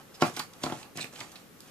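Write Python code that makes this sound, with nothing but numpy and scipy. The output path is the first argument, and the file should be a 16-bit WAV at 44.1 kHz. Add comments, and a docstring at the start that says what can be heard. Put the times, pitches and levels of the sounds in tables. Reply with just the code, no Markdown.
"""Knocks ring a thin door panel: a cat's paw and a feather toy on a wand push it briefly, exciting damped modes.
Claws and wand slap and tick at its edge as short grainy bursts and decaying tones; a dragged claw
scrapes as grains through edge resonances. Feathers and foil rustle as dense filtered grains, with faint
narrow-band rings, and fur rubs the panel. Two microphones hear direct sound, close reflections and a
decaying tail in a quiet room, over shaped noise for its murmur and hiss."""
import sys
import numpy as np
from scipy import signal
from scipy.fft import rfft, irfft, next_fast_len
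from scipy.io import wavfile
from scipy.ndimage import uniform_filter1d

SR = 44100
rng = np.random.default_rng(int(sys.argv[2]) if len(sys.argv) > 2 else 0)


def waveform_to_disk(signal):
    """Save audio, clipped to [-1, 1], as 16-bit WAV at the path in sys.argv[1]."""
    frames = np.transpose(np.atleast_2d(signal))
    scaled = np.clip(frames, -1, 1) * 32767
    samples = np.round(scaled).astype(np.int16)
    wavfile.write(sys.argv[1], SR, samples)


def undo_db(level):
    """Turn decibels back into plain size, where 20 dB means ten times bigger."""
    steps = np.asarray(level, float) / 20
    return 10 ** steps


N = 74970  # samples

# strength of the feather rustle and of fur rubbing the panel: time_s, feather_db, fur_db
RUBBING = [(0, -72, -48.5), (.06, -68, -72), (.19, -65.5, -61), (.205, -50, -49), (.26, -47, -34),
           (.285, -43, -44), (.31, -61, -50), (.35, -50, -63), (.385, -46, -44.5), (.43, -60, -59),
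           (.47, -69.5, -66), (.6, -64, -57.5), (.63, -47, -65), (.7, -54, -41), (.76, -50.5, -60),
           (.82, -54, -57), (.86, -73, -56.5), (.94, -78, -82), (.96, -49.5, -72.5), (1.06, -55.5, -53),
           (1.1, -81, -69), (1.13, -52, -63), (1.16, -55, -63.5), (1.195, -48.5, -55), (1.24, -57, -57),
           (1.3, -59, -65), (1.35, -63, -58), (1.4, -62, -61.5), (1.5, -74.5, -74), (1.7, -57.5, -66)]


def unit(x):
    """Normalization: scales x to rms 1."""
    return x / np.sqrt(np.mean(x ** 2) + 1e-20)


def along(points, hz):
    """Spectral envelope: interpolates (Hz, value) points on a logarithmic frequency axis."""
    f, v = np.transpose(points)
    return np.interp(np.log(hz + 1), np.log(f + 1), v)


def curves(rows, **ends):
    """Time envelope: one value per sample for each column after the time."""
    s, *cols = np.transpose(rows)
    return [np.interp(np.arange(N) / SR, s, c, **ends) for c in cols]


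def filtered(x, response):
    """Linear filtering: multiplies the spectrum of x by a complex response of frequency."""
    m = next_fast_len(x.shape[-1] + 8192)
    spectrum = rfft(x, m) * response(np.fft.rfftfreq(m, 1 / SR))
    return irfft(spectrum, m)[..., :x.shape[-1]]


def peaks(rows):
    """Modal superposition: causal sum of (Hz, width Hz, dB) resonances with alternating sign."""
    def response(f):
        total = 0
        for k, (centre, width, db) in enumerate(rows):
            damping = 1j * f * width
            total = total + (-1) ** k * undo_db(db) * damping / (centre * centre - f * f + damping)
        return total
    return response


def pair(two, alike):
    """Interchannel coherence: mixes two unrelated signals as mid and side to set left-right likeness."""
    def mid_side_gains(hz):
        turn = np.arccos(np.clip(along(alike, hz), -1, 1)) / 2
        return np.array([np.cos(turn), np.sin(turn)])
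    mid, side = filtered(two, mid_side_gains)
    return np.array([mid + side, mid - side])


def lean(two, points):
    """Interchannel level difference: shifts the left-right balance per frequency."""
    return filtered(two, lambda hz: undo_db(along(points, hz) * np.array([[.5], [-.5]])))


def grains(rate, size):
    """Random impact process: dense tiny contacts (rate per second) of uneven strength, rms 1."""
    spread_db = 1.5
    hit = rng.random(size) < rate / SR
    strength = rng.standard_normal(size) * undo_db(spread_db * np.minimum(rng.exponential(size=size), 3))
    return unit(hit * strength)


def add(out, s, x):
    """Superposition: adds x to out at time s, in seconds."""
    part = out[round(s * SR):][:len(x)]
    part += x[:len(part)]


def hush():
    """Stationary noise shaped by a spectrum, its bands drifting slowly: low room murmur and hiss."""
    # spectrum of murmur and hiss, relative: frequency_hz, level_db_per_hz
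    murmur_spectrum = [(15, -11), (25, -20.5), (154, 2.5), (219, 1.5), (475, -3), (543, -2), (709, -13.5),
                       (1350, -10), (2430, -15.5), (8550, -22.5), (13500, -18), (15000, -27.5)]
    # coherence of the two microphones: frequency_hz, left_right_likeness
    murmur_likeness = [(60, 0.57), (180, 0.66), (550, 0.35), (1650, 0.11), (4970, 0.1), (15000, 0.01)]
    # balance of the two microphones: frequency_hz, left_minus_right_db
    murmur_balance = [(100, 4), (500, -0.5), (2000, 2), (8000, 0)]
    level_db, drift_db = -55.5, 0.5  # rms of the left-right mean; rms drift
    z = signal.stft(rng.standard_normal((2, N)), nperseg=512)[2]
    field = uniform_filter1d(rng.standard_normal(z.shape[1:]), 5, 0)  # smooth over frequency
    field = uniform_filter1d(field, 12, 1)  # and over time
    two = signal.istft(z * undo_db(drift_db * unit(field)), nperseg=512)[1][:, :N]
    two = filtered(two, lambda f: undo_db(along(murmur_spectrum, f)))
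    two = lean(pair(two, murmur_likeness), murmur_balance)
    return undo_db(level_db) * two / np.sqrt(np.mean(two.mean(0) ** 2))


def room(x):
    """Reverberation: direct sound, close reflections redrawn at fixed intervals, and a diffuse tail."""
    # decay of the tail: frequency_hz, t60_s
    tail_decay = [(150, 0.29), (700, 0.17), (2500, 0.18), (10000, 0.23)]
    # coherence of the room's answer: frequency_hz, left_right_likeness
    answer_likeness = [(100, 0.54), (300, 0.97), (640, 0.75), (1400, 0), (3000, 0)]
    # balance of near sounds: frequency_hz, left_minus_right_db
    near_balance = [(60, 6), (130, 6), (290, 2.5), (640, 0), (1400, -4.5), (3000, -9), (6000, -1.5),
                    (12000, 2)]
    tail_db, near_db, near_t60_s = -4.5, -7, 0.028
    redraw = 1024  # samples between fresh random draws of the close reflections
    phase_rad, phase_hz = 1.52, 1890  # the microphones come to differ in phase by this above this

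    hz, t, z = signal.stft(rng.standard_normal((2, SR // 2)), SR, nperseg=256)
    decay = undo_db(-60 * t / along(tail_decay, hz)[:, None])
    tail = pair(signal.istft(z * decay, SR, nperseg=256)[1], answer_likeness)
    late = np.pad(tail, ((0, 0), (300, 0)))  # starts 300 samples after the direct sound
    late = undo_db(tail_db) * late / np.linalg.norm(tail[0])
    reverb = signal.fftconvolve(x[None], late, axes=1)[:, :N]

    near = np.zeros((2, N + 4 * redraw))
    fade = undo_db(-60 * np.arange(redraw) / SR / near_t60_s)
    padded = np.pad(x, (0, redraw))[None]
    for k in range(0, N, redraw):
        echo = rng.standard_normal((2, redraw)) * fade / np.linalg.norm(fade)
        near[:, k + 10:k + 9 + 2 * redraw] += signal.fftconvolve(padded[:, k:k + redraw], echo, axes=1)
    close = undo_db(near_db) * pair(near[:, :N], answer_likeness)

    def quarter_turn_apart(f):
        return np.exp(.5j * phase_rad * np.tanh((f / phase_hz) ** 2) * np.array([[1], [-1]]))
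    direct = filtered(x, quarter_turn_apart)
    return lean(direct + reverb + close, near_balance)


def toy():
    """Friction as dense micro-impacts: feather rustle, claw scrape, and thin narrow-band rings."""
    # spectrum of the rustle, relative: frequency_hz, level_db_per_hz
    feather_spectrum = [(400, -17.5), (900, -4.5), (1500, -5), (2500, -4.5), (4500, -7.5), (7000, -4.5),
                        (10000, -11), (14500, -24.5)]
    # claw dragging on the edge: time_s, level_db
    scrape_levels = [(1.0, -48), (1.012, -34.5), (1.03, -41.5), (1.042, -54), (1.05, -76), (1.075, -82)]
    # edge resonances that the scrape rings: centre_hz, width_hz, level_db
    edge_modes = [(2440, 230, -7.5), (3700, 370, -6), (4050, 290, -2), (5500, 1400, -15.5),
                  (7970, 1140, -14.5)]
    # faint thin rings from the toy: start_s, length_s, pitch_hz, level_db
    thin_rings = [(0.141, 0.024, 5100, -56.5), (1.126, 0.033, 7300, -69), (1.216, 0.045, 7160, -57.5)]
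    grains_per_s, ring_width_hz = 3500, 300
    rubbed = grains(grains_per_s, N) + 0.57 * rng.standard_normal(N)
    rustle = unit(filtered(rubbed, lambda f: undo_db(along(feather_spectrum, f))))
    out = undo_db(curves(RUBBING)[0]) * rustle
    scrape = unit(filtered(grains(4500, N), peaks(edge_modes)))
    out = out + undo_db(curves(scrape_levels, left=-120, right=-120)[0]) * scrape
    for s, length, hz, db in thin_rings:
        t = np.arange(round(length * SR)) / SR
        noise = rng.standard_normal(len(t))
        tone = unit(filtered(noise, lambda f: np.exp(-((f - hz) / ring_width_hz) ** 2)))
        add(out, s, undo_db(db) * tone * np.sin(np.pi * t / length) ** .5)
    return out


def slaps():
    """Transient impacts: band-limited grainy bursts and exponentially decaying sharp ticks."""
    # feathers and claws slapping the edge: start_s, length_s, level_db, centre_hz
    edge_slaps = [(0.137, 0.022, -49.5, 4170), (0.2083, 0.0057, -35, 3240), (0.217, 0.0054, -25.5, 3820),
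                  (0.2218, 0.0027, -22, 3240), (0.3633, 0.0048, -30.5, 4400), (.367, 0.0072, -36, 6000),
                  (.368, 0.0086, -35, 1320), (0.3919, 0.0061, -29, 4640), (0.396, 0.0082, -28.5, 1340),
                  (0.533, 0.0054, -46.5, 4320), (0.58, .004, -68, 4000), (0.634, 0.0058, -26.5, 4480),
                  (0.638, 0.0032, -45, 7900), (0.66, 0.0015, -32, 2520), (0.698, 0.0027, -36, 2200),
                  (0.7197, 0.009, -44, 3060), (0.8284, 0.0042, -40, 3230), (.9712, 0.0044, -30.5, 4800),
                  (.976, 0.017, -36, 1450), (1.041, 0.0027, -43, 2400), (1.156, 0.0083, -41.5, 2780),
                  (1.2038, 0.0047, -32.5, 3540), (1.209, 0.0042, -32, 1400), (1.317, 0.005, -45.5, 5830),
                  (1.3524, 0.013, -44.5, 2940), (1.604, 0.0029, -39.5, 6900)]
    # sharp ticks of claw or wand tip: start_s, decay_s, level_db, pitch_hz
    tip_ticks = [(.2224, .001, -19, 3000), (.3952, .0015, -22, 4500), (.6393, .001, -26, 4500),
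                 (.665, .0008, -33, 3500), (.7232, .0008, -33, 3500), (.9948, .0005, -27, 2800),
                 (1.0437, .0012, -28, 2500), (1.2035, .0006, -33, 4000), (1.318, .0005, -41, 6000),
                 (1.3578, .001, -39, 4500)]
    rise_share, spread_octaves = .6, 0.82  # rise as a share of the length; spread around the centre
    out, t = np.zeros(N), np.arange(SR // 10) / SR
    for s, length, db, hz in edge_slaps:
        shape = np.minimum(t / (rise_share * length), 1) * np.exp(-(t / length) ** 2)
        colour = lambda f: np.exp(-(np.log2((f + 1) / hz) / spread_octaves) ** 2 / 2)
        puff = shape * filtered(grains(12000, len(t)), colour)
        add(out, s, undo_db(db) * puff * np.linalg.norm(shape) / np.linalg.norm(puff))  # energy of the shape
    for s, decay, db, hz in tip_ticks:
        tick = np.sin(2 * np.pi * hz * t) + .4 * rng.standard_normal(len(t))
        add(out, s, undo_db(db) * np.exp(-t / decay) * tick)
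    return out


def panel():
    """Modal excitation by short pushes: longer contact sounds duller; rubbing fur rings the modes too."""
    # blows, levels relative to one another: start_s, level_db, contact_ms
    blows = [(0.2172, -32, 0.54), (0.2227, -10.5, 0.37), (.372, -35.5, 1.2), (.3952, -33.5, 1.17),
             (0.623, -38, 1.2), (0.6386, -23, 0.54), (.665, -23.5, .6), (.7005, -26, .8), (.7232, -24, .7),
             (.956, -34.5, 1.4), (0.9742, -30.5, 1.5), (0.99, -42, 1.5), (0.996, -30.5, 1.74),
             (1.0432, -38.5, 0.95), (1.134, -44, 0.5), (1.212, -39.5, 0.31)]
    # panel modes, levels before the variation per blow: pitch_hz, level_db, t60_s
    modes = [(127, -12, 0.2), (161.4, -4, 0.067), (263, -8, 0.096), (324, 1, 0.018), (354.3, -1.5, 0.067),
             (454, -5, 0.045), (613, -1, 0.083), (726, 6, 0.048), (863, 0.5, 0.04), (940, 3.5, 0.012),
             (1007, -1, 0.039), (1080, -4, 0.083), (1343, 2.5, 0.054), (1557, -14, 0.025),
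             (1800, -5.5, 0.014), (2400, -13, 0.12), (2850, -26, .03)]
    # the many small modes between the named ones, relative: frequency_hz, level_db_per_hz
    clutter_spectrum = [(100, -6), (250, 0), (600, -4), (1300, -6), (2500, 3.5), (5000, -58), (10000, -41)]
    clutter_t60_s, knock_low_cut_hz = .08, 119  # steep low cut of the microphones on the knocks
    out, t = np.zeros(N), np.arange(SR // 4) / SR
    vary_db = rng.normal(0, 2, (len(blows), len(modes)))
    for (s, db, ms), vary in zip(blows, vary_db):
        ring = np.zeros(len(t))
        for (hz, level, t60), change in zip(modes, vary):
            ring += undo_db(level + change - 60 * t / t60) * np.sin(2 * np.pi * hz * t)
        noise = rng.standard_normal(len(t))
        clutter = unit(filtered(noise, lambda f: undo_db(along(clutter_spectrum, f))))
        ring = ring + undo_db(-60 * t / clutter_t60_s) * clutter
        contact = t[:300] / (ms / 1000)
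        push = np.sin(np.pi * np.minimum(contact, 1)) ** 2
        add(out, s, undo_db(db - 11.5) * np.convolve(ring, push / push.sum()))
    body = peaks([(hz, 9 / t60, level) for hz, level, t60 in modes])  # broader than the freely ringing modes
    fur = unit(filtered(grains(3000, N), body))
    out = out + undo_db(curves(RUBBING)[1]) * fur
    return signal.sosfilt(signal.butter(4, knock_low_cut_hz, "high", fs=SR, output="sos"), out)


def scene():
    """Superposition of everything near the door, heard in the room through the microphones' low cut."""
    low_cut_hz = 92
    near = room(panel()) + room(slaps()) + room(toy())
    return signal.sosfilt(signal.butter(2, low_cut_hz, "high", fs=SR, output="sos"), near) + hush()


def top_cut(x):
    """Nothing passes above the cut-off."""
    return signal.sosfilt(signal.butter(12, 15750, fs=SR, output="sos"), x)


def record(dry):
    """Band limitation: the treble falls steeply around the top frequency to a small remainder."""
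    top_hz = 14700
    mix = filtered(dry, lambda hz: np.clip((top_hz + 150 - hz) / 300, .03, 1))
    return top_cut(mix)


dry = scene()
out = record(dry)
waveform_to_disk(out)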